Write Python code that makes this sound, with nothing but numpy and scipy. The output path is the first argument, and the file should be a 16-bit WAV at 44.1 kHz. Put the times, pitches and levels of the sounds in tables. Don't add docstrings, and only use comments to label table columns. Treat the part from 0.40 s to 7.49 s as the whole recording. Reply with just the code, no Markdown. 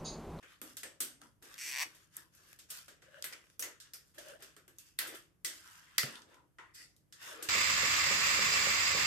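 import sys
import numpy as np
from scipy import signal
from scipy.io import wavfile
from scipy.ndimage import uniform_filter1d

SR = 44100
rng = np.random.default_rng(int(sys.argv[2]) if len(sys.argv) > 2 else 0)


def generate_wav(signal):
    frames = np.transpose(np.atleast_2d(signal))
    scaled = np.clip(frames, -1, 1) * 32767
    pcm = np.round(scaled).astype(np.int16)
    wavfile.write(sys.argv[1], SR, pcm)


N = 312565


def gain_of(db):
    return 10 ** (np.asarray(db) / 20)


def evened(x):
    return x / np.sqrt(np.mean(x ** 2) + 1e-20)


def steadied(z, share, size):
    swell = np.sqrt(abs(uniform_filter1d((abs(z) ** 2).mean(0), size=size)) + 1e-20)
    return evened(z.real / swell ** share)


def read(points, hz):
    f, value = np.transpose(points)
    return np.interp(np.log(hz + 1), np.log(f + 1), value)


def colour(x, points):
    level_db = np.maximum(read(points, abs(np.fft.fftfreq(8192, 1 / SR))), -100)
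    log_gain = np.log(gain_of(level_db))
    phase = signal.hilbert(log_gain).imag
    taps = np.fft.ifft(np.exp(log_gain - 1j * phase)).real[:4096]
    return signal.oaconvolve(x, taps[None], axes=1)[:, :N]


def modes(x, table):
    return sum(gain_of(db) * signal.lfilter(*signal.iirpeak(hz, hz / width, SR), x)
               for hz, width, db in table)


def dying(s, db, t60):
    power = np.zeros(N)
    np.add.at(power, (np.asarray(s) * SR).astype(int), gain_of(db) ** 2)
    return np.sqrt(signal.lfilter([1], [1, -gain_of(-120 / (t60 * SR))], power))


# frequency in Hz, left-right correlation from 0 to 1.
CHANNEL_LIKENESS = [(60, 0.18), (180, 0.5), (550, 0.55), (1650, 0.057), (4970, 0.025), (15000, 0.023)]


def air(patchy_db):
    frames, hz = N // 256 + 5, np.fft.rfftfreq(512, 1 / SR)
    a, b, c, d, patches = rng.standard_normal((frames, 257, 5)).T
    patches = uniform_filter1d(patches, size=3, axis=0)
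    patches = evened(uniform_filter1d(patches, size=16, axis=1))
    same = np.clip(read(CHANNEL_LIKENESS, hz), -1, 1)[:, None]
    left = a + 1j * b
    right = same * left + np.sqrt(1 - same ** 2) * (c + 1j * d)
    z = np.array([left, right]) * gain_of(patchy_db * patches)
    return evened(signal.istft(z, window="cosine", nperseg=512, noverlap=256)[1][:, :N])


def grainy(spread_db, per_s):
    size = np.minimum(rng.exponential(1, N), 4)
    catches = (rng.random(N) < per_s / SR) * gain_of(spread_db * size)
    patchy = air(patchy_db=2.5)
    return patchy * (1 + signal.lfilter([1], [1, -gain_of(-60 / (0.0057 * SR))], catches))


def strokes(table, attack_s=0.031):
    release_db_per_s = 193.5
    t, power = np.arange(0, N, 32) / SR, 0
    for start, length, first_db, last_db in table:
        db = np.interp(t, [start, start + length], [first_db, last_db])
        db = db - release_db_per_s * np.maximum(t - start - length, 0)
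        power = power + (gain_of(db) * np.clip((t - start) / attack_s + 1, 0, 1)) ** 2
    return np.interp(np.arange(N) / SR, t, np.sqrt(power))


# start in seconds, peak in dB, then wood weight, metal sizzle
# and room tail in dB relative to the peak.
CLICKS = [(0.027, -58.5, 8.5, -14, -5.5), (0.3688, -36, -9, -3, -12.5), (0.6037, -31.5, -8, -0.3, -7),
          (1.1413, -38, -10, -14.5, -45), (1.767, -51, -25, 17.5, -24.5), (2.1294, -46.5, 0, -6, -40),
          (2.189, -46.5, -8.5, -7.5, -9.5), (2.303, -37, -18, -1.5, -10.5), (2.8417, -38, 0, 3, -11),
          (2.925, -40.5, 2, -17, -14), (3.224, -37.5, -4, -5.5, -7), (3.401, -43, -36, -12.5, -9),
          (3.535, -47, -3, 3, -9), (3.7426, -70, -0.5, -1, 1), (4.3844, -47.5, -13.5, 0, -11.5),
          (4.589, -31.5, -0.5, 7.5, -16.5), (4.7494, -51.5, -3, -2, -4.5), (5.0469, -26.5, -14, -7, -10),
          (5.5815, -18, -6.5, -4, -17.5), (6.1847, -54, 8, -43, -10), (6.344, -60, -23, -6, 3),
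          (6.725, -42, -14.5, -13, -12), (2.824, -27, -15, -17, -25), (3.04, -63, 10, -18, -31),
          (3.069, -60.5, 1, -18, -22), (3.1, -54.5, -2.5, -11, -22)]
# the same five columns, in seconds and dB.
TAPS = [(0.2156, -39.5, -3, 2, -15), (0.4319, -37.5, -3, -9, -11), (0.816, -46, -38, -6, -55.5),
        (1.0248, -50, -11, -3, -10.5), (1.5466, -59, -4, -4.5, -5), (1.95, -65, 2, 8.5, -15),
        (2.4812, -45, -2.5, -9, -11.5), (2.62, -58, -0.5, -14, -6.5), (3.1944, -39.5, -6, 8, -11.5),
        (3.783, -39, -6, -8.5, -12.5), (4.0231, -42, -5, -8, -11), (4.165, -49, -2, -6, -14),
        (4.2792, -52.5, -1.5, -2, -14), (4.671, -47.5, -2, 1, -4), (5.632, -31.5, 2, -7, -16.5),
        (5.8192, -45, -14, -28, -19), (5.943, -52.5, -1.5, -13, -17.5), (6.5644, -56.5, -24.5, -4.5, -18),
        (7.0252, -34.5, -8, -5, -10)]
# low edge in Hz, high edge in Hz, ring t60 in seconds, room t60 in seconds.
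TICK_PARTS = [
    (3210, 6600, 0.0079, 0.31),
    (217, 910, 0.0099, 0.4),
    (1300, 3060, 0.0049, 0.35),
    (7780, 21900, 0.013, 0.21),
]
# frequency in Hz, level in dB.
NEEDLE_COLOUR = [(150, -8), (320, 5.5), (550, 5), (850, -3.5), (1400, -2.5), (2000, -4), (3000, -5.5),
                 (4600, -6.5), (6200, -6.5), (7200, -1.5), (8400, 5), (10000, 0.5), (12000, 7), (15500, -6)]


def ticks():
    s, bright_db, wood_db, sizzle_db, tail_db = np.transpose(CLICKS + TAPS)
    knock_db = wood_db + np.repeat([-20, -12], [len(CLICKS), len(TAPS)])
    part_db = [bright_db, bright_db + knock_db, bright_db + wood_db, bright_db + sizzle_db]
    crack_s, tail_delay_s = 0.013, 0.0025
    near, far = air(patchy_db=2.0), air(patchy_db=1.5)
    out = 0
    for (lo, hi, ring, t60), db in zip(TICK_PARTS, part_db):
        crack = uniform_filter1d(dying(s, db + 0.5, crack_s), size=16, origin=7)
        direct = np.hypot(crack, dying(s, db - 17.0, ring))
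        early = dying(s, db + tail_db - 8.0, 0.46 * t60)
        late = uniform_filter1d(dying(s + tail_delay_s, db + tail_db + 4.5, t60), size=90)
        burst = near * direct + far * np.hypot(early, late)
        burst[:, (s * SR).astype(int)] += gain_of(db + 2.0)
        band = signal.butter(N=3, Wn=[lo, hi], btype="band", fs=SR, output="sos")
        out = out + signal.sosfilt(band, burst) * np.sqrt(SR / 2 / (hi - lo))
    return colour(out, NEEDLE_COLOUR)


def singing(table, width_hz, below_db, alike):
    t, out = np.arange(SR // 3) / SR, np.zeros((2, N + SR))
    for s, db, hz, t60 in table:
        line = modes(rng.standard_normal((2, len(t))), [(hz, width_hz, 0)])
        line = steadied(line, 0.6, size=int(SR / width_hz))
        line[1] = alike * line[0] + np.sqrt(max(1 - alike ** 2, 0)) * line[1]
        decay = gain_of(-60 * t / t60) + gain_of(9.5 - 60 * t / 0.012)
        fade = gain_of(db - below_db) * decay * np.minimum(t * hz / 3, 1)
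        out[:, round(s * SR):][:, :len(t)] += line * fade
    return out[:, :N]


# start in seconds, peak in dB, frequency in Hz, t60 in seconds.
RINGS = [(0.2148, -48.5, 1300, 0.33), (0.432, -38.5, 1770, 0.27), (0.602, -69, 1480, 0.28),
         (0.815, -49, 1330, 0.3), (1.024, -53.5, 1600, 0.83), (2.3017, -51, 2670, 0.46),
         (2.481, -49.5, 1640, 0.27), (2.8409, -39, 1970, 0.38), (2.9253, -71, 1600, 0.2),
         (3.2246, -36.5, 2030, 0.28), (3.3998, -53.5, 1660, 0.47), (4.0223, -97, 1750, 0.35),
         (4.588, -29.5, 1930, 0.28), (5.0466, -34.5, 1990, 0.39), (5.5807, -20.5, 2003, 0.24),
         (6.1848, -46, 1940, 0.53), (4.166, -53.5, 1380, 0.34), (4.279, -58, 1570, 0.3),
         (2.621, -58, 1695, 0.74), (6.7244, -55, 1790, 1), (4.39, -59, 2650, 0.7), (5.47, -56.5, 2020, 0.7),
         (5.258, -53.5, 1450, 1), (5.38, -55.5, 1573, .4)]
# start in seconds, peak in dB, frequency in Hz, t60 in seconds.
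PINGS = [(0.3691, -37.5, 6660, 0.19), (0.4334, -32, 8150, 0.28), (0.605, -22, 8540, 0.3),
         (1.7674, -34.5, 7300, 0.041), (2.3027, -45, 4800, 0.19), (2.8414, -30, 4000, 0.28),
         (3.1946, -30.5, 5800, 0.21), (3.2241, -25, 6460, 0.26), (3.5349, -32.5, 5140, 0.27),
         (4.588, -20, 4180, 0.25), (5.0469, -29, 8470, 0.32), (5.5807, -12, 4710, 0.27),
         (7.0259, -30.5, 8140, 0.14), (5.755, -35, 3500, 0.23), (4.3845, -39.5, 6560, 0.18),
         (4.166, -53, 3400, .1)]
# start in seconds, peak in dB, frequency in Hz, t60 in seconds.
KNOCKS = [(0.215, -39.5, 280, 0.46), (0.43, -46, 544, 0.54), (0.603, -40.5, 278, 0.56),
          (0.814, -49.5, 242, 0.37), (1.024, -59, 423, 0.33), (2.482, -64, 580, 0.28),
          (3.193, -46, 474, 0.54), (3.783, -47, 607, 0.91), (4.165, -49, 374, 0.21),
          (4.278, -51.5, 335, 0.41), (4.672, -40, 337, 0.5), (5.045, -46.5, 330, 0.55),
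          (5.634, -36, 232, 0.47)]


def ringing_modes():
    lines = singing(RINGS, width_hz=170, below_db=10.5, alike=0.18)
    lines += singing(PINGS, width_hz=800, below_db=18.0, alike=0.28)
    lines += singing(KNOCKS, width_hz=45, below_db=15.0, alike=0.81)
    return lines


# start in seconds, strength in dB.
SLACK_SLIPS = [(1.1781, -60.6), (1.1804, -40.8), (1.1857, -40.9), (1.1889, -39.5), (1.1919, -40.3),
               (1.1974, -39.8), (1.2006, -39.3), (1.2049, -39.1), (1.2076, -45.4), (1.2117, -37.2),
               (1.2143, -38.9), (1.2171, -39.0), (1.22, -37.9), (1.2229, -37.8), (1.2265, -38.2),
               (1.2304, -38.2), (1.2359, -37.6), (1.2388, -36.4), (1.242, -37.7), (1.2447, -37.1),
               (1.2473, -38.9), (1.2503, -37.2), (1.2533, -38.4), (1.2563, -36.4), (1.2593, -44.7),
               (1.262, -34.6), (1.2644, -36.3), (1.2671, -36.8), (1.27, -37.4), (1.2731, -38.9),
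               (1.276, -34.2), (1.2797, -36.7), (1.2822, -36.3), (1.286, -38.2), (1.289, -36.4),
               (1.2922, -35.2), (1.2964, -34.5), (1.2999, -38.2), (1.3022, -35.1), (1.3059, -36.4)]
# start in seconds, strength in dB.
TAUT_SLIPS = [(1.3132, -31), (1.3156, -33), (1.3221, -30), (1.3291, -29), (1.3369, -29), (1.3432, -29),
              (1.3515, -28), (1.3607, -26), (1.3677, -27), (1.3746, -27), (1.3835, -26), (1.3873, -26),
              (1.3947, -24), (1.4018, -24), (1.408, -25), (1.413, -25), (1.4168, -25), (1.42, -27),
              (1.4235, -25), (1.4262, -28), (1.4289, -27), (1.4313, -28), (1.4343, -29)]
# frequency in Hz, t60 in seconds, level in dB while slack, level in dB once taut.
CABLE_MODES = [(1078, 0.007, -5, -1.5), (1871, 0.004, 3.2, 5.6), (2448, 0.003, 11.6, 9.5),
               (3560, 0.007, -6, -6), (4480, 0.0059, 0.5, -1), (5775, 0.0032, 10.9, 5.3),
               (6950, 0.004, 3, -5), (8100, 0.003, 9, 2.5), (10600, 0.0025, 5, -2), (12100, 0.0025, 6, -1)]


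def rasp():
    s, db = np.transpose(SLACK_SLIPS + TAUT_SLIPS)
    tighten_s, tighten_length_s, fuller_db_per_s = 1.295, 0.04, 80
    taut = np.clip((s - tighten_s) / tighten_length_s, 0, 1)
    t, out = np.arange(600) / SR, np.zeros((2, 2 * SR))
    scatter_db, detune = rng.standard_normal((90, 2, 2, len(CABLE_MODES), 1)).swapaxes(0, 1)
    scatter_db, detune = 0.8 * scatter_db, 1 + 0.004 * detune
    onset = np.minimum(t / 0.0006, 1)
    hz, t60, slack_db, taut_db = np.transpose(CABLE_MODES)[..., None]
    order = np.arange(len(hz))[:, None]
    lag = np.where(order < 3, np.pi * (order == 2), np.pi / 2 * order)
    scratch = np.diff(rng.standard_normal((90, 2, len(t) + 1)))
    scratch = scratch * gain_of(-60 * t / 0.006) * onset
    for k, at in enumerate((s * SR).astype(int)):
        level_db = db[k] + slack_db + taut[k] * (taut_db - slack_db) + scatter_db[k]
        level_db[:, 0] += fuller_db_per_s * (s[k] - s.max())
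        rings = gain_of(level_db - 60 * t / t60) * np.sin(2 * np.pi * hz * detune[k] * t + lag)
        scrape = scratch[k] * gain_of(db[k] - 3.5 - 5.7 * taut[k])
        out[:, at:at + len(t)] -= rings.sum(1) * onset + scrape
    direct = signal.sosfilt(signal.butter(N=4, Wn=600, btype="high", fs=SR, output="sos"), out)
    direct = direct + gain_of(-18) * np.roll(direct, round(0.0021 * SR), axis=1)
    t = np.arange(SR // 4) / SR
    tail = rng.standard_normal((2, 3, len(t)))
    tail = tail * (gain_of(-36.0 - 60 * t / 0.077) + gain_of(-38.0 - 60 * t / 0.23))
    a, b = int(s.min() * SR), int(s.max() * SR) + 600
    turn, wet = np.arange(b - a) * np.pi * 30 / SR, np.zeros((2, 2 * SR))
    for k in range(3):
        moving = direct[:, a:b] * np.cos(turn + k * np.pi / 3)
        echoes = signal.fftconvolve(moving, tail[:, k], axes=1)
        wet[:, a:a + echoes.shape[1]] += echoes
    return np.pad(gain_of(-3.0) * (direct + wet), [(0, 0), (0, N - 2 * SR)])


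# time in seconds, level in dB, first bar mode
# in Hz, upper modes in dB relative.
DRAGS = [
    [(2.66, -73, 553, 10), (2.688, -66, 560, -6), (2.714, -76, 566, 4), (2.75, -61.5, 564, 5),
     (2.77, -72, 550, 14), (2.784, -55.5, 604, -0.5), (2.806, -63, 560, -6), (2.835, -72, 577, 6)],
    [(3.778, -50, 597, 3), (3.794, -55, 615, -3), (3.816, -63, 570, -4), (3.844, -65, 580, 2),
     (3.85, -63, 537, -9), (3.888, -59, 605, -1.5), (3.934, -56.5, 530, -2.5), (3.962, -56, 593, -5),
     (3.98, -69, 610, 1)],
    [(6.88, -64, 600, 8), (6.89, -69, 527, 9), (6.912, -60.5, 647, -8), (6.928, -54, 595, 4),
     (6.936, -61, 570, 3), (6.944, -57, 590, 3), (6.956, -61.5, 464, 5), (6.998, -55.5, 467, -4),
     (7.03, -60, 475, 3)],
]
# ratio to the first mode, width in Hz, level in dB.
BAR_MODES = [(1.0, 75, 0), (2.8, 260, -1.5), (5.1, 500, -8)]


def drag():
    out = np.zeros((2, N))
    stutter = grainy(spread_db=7.0, per_s=130)
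    for rows in map(np.array, DRAGS):
        a, b = (rows[[0, -1], 0] * SR).astype(int)
        t = np.arange(a, b) / SR
        level_db, hz, upper_db = (np.interp(t, rows[:, 0], c) for c in rows.T[1:])
        for k, (ratio, width, db) in enumerate(BAR_MODES):
            turn = np.exp(2j * np.pi * np.cumsum(ratio * hz) / SR)
            r = np.exp(-np.pi * width / SR)
            line = turn * signal.lfilter([1], np.poly([r, r]), stutter[:, a:b] / turn)
            gain = gain_of(level_db + db + (k > 0) * upper_db) * signal.windows.tukey(b - a, 0.04)
            out[:, a:b] += steadied(line, 0.7, size=500) * gain
    return out


# start in seconds, length in seconds, level in dB at start, level in dB at end,
# tip hiss in dB relative.
SKIDS = [
    (6.8, 0.073, -68, -57, -15),
    (6.352, 0.068, -61, -57.5, 3.5),
    (2.935, 0.016, -51.5, -74, 4.5),
    (3.235, .05, -54, -58, -13),
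]
# start in seconds, length in seconds, level in dB at start, level in dB at end.
HEAVY_SKIDS = [(6.192, 0.058, -55, -60), (5.91, 0.07, -74, -65), (.825, .04, -73, -71),
               (3.24, 0.06, -60, -63), (5.26, 0.14, -67, -68), (5.73, 0.06, -66, -63),
               (6.83, 0.07, -64, -60), (2.86, .03, -65, -66), (1.77, .06, -72, -72)]
# frequency in Hz, width in Hz, level in dB.
SHAFT = [(1530, 590, -6.5), (1940, 310, 2), (2400, 1000, -2)]
# frequency in Hz, width in Hz, level in dB.
TIP = [(4970, 1100, -1), (6900, 6900, 0)]
# frequency in Hz, width in Hz, level in dB.
BOARD = [(990, 180, 1), (1330, 350, -3)]


def skid():
    shaft = evened(modes(modes(grainy(spread_db=-18.0, per_s=290), SHAFT), SHAFT))
    tip = evened(modes(modes(grainy(spread_db=-7.0, per_s=53), TIP), TIP))
    board = evened(modes(modes(grainy(spread_db=2.0, per_s=83), BOARD), BOARD))
    shaft_strokes = [row[:4] for row in SKIDS]
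    tip_strokes = [(s, length, a + db, b + db) for s, length, a, b, db in SKIDS]
    out = board * strokes(HEAVY_SKIDS, attack_s=0.0047)
    out = out + shaft * strokes(shaft_strokes, attack_s=0.009)
    return out + tip * strokes(tip_strokes, attack_s=0.016)


# start in seconds, length in seconds, level in dB at start,
# level in dB at end, yarn fuzz in dB relative.
RUBS = [(0.0, 0.13, -72.5, -61, -6), (0.26, 0.045, -63, -62, 3.5), (0.835, 0.02, -65.5, -70.5, 4),
        (1.046, 0.37, -61.5, -59, 1), (1.471, 0.16, -66.5, -67.5, -0.5), (1.729, 0.048, -71.5, -57.5, 2),
        (1.942, 0.19, -71, -65, 2.5), (2.316, 0.068, -56.5, -54.5, 3.5), (2.623, 0.17, -76, -63.5, -5),
        (2.913, 0.23, -71, -78, 2.5), (3.424, 0.039, -73, -67, -23), (3.56, 0.14, -86, -77.5, 6),
        (3.76, 0.14, -70, -56, -0.5), (4.02, 0.14, -59, -74.5, -2), (4.362, .12, -85, -69.5, 7),
        (4.614, 0.14, -41, -58, -6), (4.749, 0.04, -52.5, -61, -2.5), (5.08, 0.18, -57, -63, 1),
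        (5.258, 0.14, -61.5, -61.5, -1), (5.435, 0.16, -65, -65, -4), (5.67, 0.11, -53.5, -58, -2),
        (5.89, 0.041, -70, -65, -9), (6.77, 0.047, -70, -56, -5), (6.831, 0.087, -51.5, -50.5, -0.5),
        (6.946, 0.07, -55, -56, -8.5), (7.038, 0.06, -52, -53, -5)]
# start in seconds, length in seconds, level in dB at start,
# level in dB at end.
SLIDES = [(0.25, 0.085, -63, -93), (0.82, 0.043, -65.5, -70), (1.04, 0.15, -63.5, -77),
          (1.24, 0.045, -69, -65), (1.47, 0.02, -63, -74), (1.78, .03, -70, -73), (2.0, 0.28, -76, -84),
          (2.32, 0.064, -65.5, -88), (2.63, 0.23, -88, -77), (2.93, 0.084, -66.5, -80),
          (3.78, 0.15, -65.5, -69), (4.01, 0.079, -66, -81), (4.63, 0.1, -56.5, -67),
          (4.745, 0.024, -54, -77), (5.1, 0.13, -66.5, -85), (5.68, 0.37, -63.5, -80.5),
          (5.9, 0.17, -68.5, -78.5), (6.2, 0.14, -71.5, -87), (6.83, 0.067, -74.5, -64.5),
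          (6.93, 0.08, -62, -63), (7.04, 0.06, -59, -55), (6.36, 0.11, -81, -75.5), (3.23, 0.058, -66, -64)]
# frequency in Hz, width in Hz, level in dB.
SLIDE_MODES = [(337, 126, 4.5), (500, 200, 1.5), (714, 470, -4)]
# frequency in Hz, width in Hz, level in dB.
RUB_MODES = [(1240, 610, -2), (1720, 860, 5.5), (2680, 1000, 0.5), (3400, 1400, -3.5)]
# frequency in Hz, level in dB per Hz.
FUZZ_COLOUR = [(2500, -13), (3500, -6.5), (5000, 4), (8000, 2), (12000, -2), (16000, -4)]


def handling():
    slide = evened(modes(modes(grainy(spread_db=0.5, per_s=120), SLIDE_MODES), SLIDE_MODES))
    rub = evened(modes(modes(grainy(spread_db=-5.0, per_s=76), RUB_MODES), RUB_MODES))
    fuzz = evened(colour(grainy(spread_db=1.0, per_s=360), FUZZ_COLOUR))
    fingers = [row[:4] for row in RUBS]
    fibres = [(s, length, a + db, b + db) for s, length, a, b, db in RUBS]
    return slide * strokes(SLIDES) + rub * strokes(fingers) + fuzz * strokes(fibres)


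# start in seconds, frequency in Hz, t60 in seconds, level in dB.
THUDS = [
    (5.634, 135, 0.12, -36),
]


def thud():
    (s, hz, t60, db), = THUDS
    t = np.maximum(np.arange(N) / SR - s, 0)
    return gain_of(db - 60 * t / t60) * np.sin(2 * np.pi * hz * t) * np.minimum(t / 0.0071, 1)


# frequency in Hz, level in dB per Hz.
HUSH_COLOUR = [(24, -38.5), (40, -5), (159, -5), (252, -17), (291, -9), (389, -18.5), (533, -21),
               (601, -22), (712, -25), (1370, -27.5), (4070, -36.5), (6760, -36), (13000, -32)]


def room_hush():
    return gain_of(-73) * evened(colour(air(patchy_db=0.3), HUSH_COLOUR))


# time in seconds, left-right difference in dB.
HAND_PLACE = [(0.0, 0.5), (0.83, 1), (1.009, 0.5), (1.93, 2.5), (2.11, 1), (4.641, 0.5), (5.051, 0),
              (5.942, 0), (6.0, 1), (7.09, 0.5)]


def scene():
    place_db = np.interp(np.arange(N) / SR, *np.transpose(HAND_PLACE))
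    side = gain_of(np.outer([0.5, -0.5], place_db))
    hands = ticks() + ringing_modes() + rasp() + drag() + skid() + handling()
    return hands * side + thud() + room_hush()


def low_pass(x):
    return signal.sosfilt(signal.butter(12, 17150, fs=SR, output="sos"), x)


# frequency in Hz, level in dB.
MIC_DIPS = [(600, 0), (850, -2.5), (1150, 0), (2000, -0.5), (2300, -1.5), (3600, -0.5), (4080, -4),
            (4500, -0.5)]
# frequency in Hz, left-right difference in dB.
MIC_LEAN = [(40, -2), (150, 0), (550, 1.8), (1650, 1.5), (4970, -.8), (15000, -2.3)]
# treble level in dB, edge in Hz.
TREBLE_EDGE = [(-116, 12900), (-104, 13600), (-92, 14300), (-80, 15000), (-70, 15700), (-58, 17200)]


def record(dry):
    hz, _, z = signal.stft(colour(dry, MIC_DIPS), SR, nperseg=1024)
    z = z * gain_of(np.outer([0.5, -0.5], read(MIC_LEAN, hz)))[..., None]
    treble_db = 10 * np.log10((abs(z.mean(0)[232:290]) ** 2).mean(0) + 1e-20)
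    band_hz = SR / 64
    edge_hz = np.interp(uniform_filter1d(treble_db, size=2), *np.transpose(TREBLE_EDGE))
    edge_hz = band_hz * np.round(edge_hz / band_hz)
    kept = signal.istft(z * (hz[:, None] < edge_hz), SR, nperseg=1024)[1][:, :N]
    return low_pass(kept)


dry = scene()
out = record(dry)
generate_wav(out)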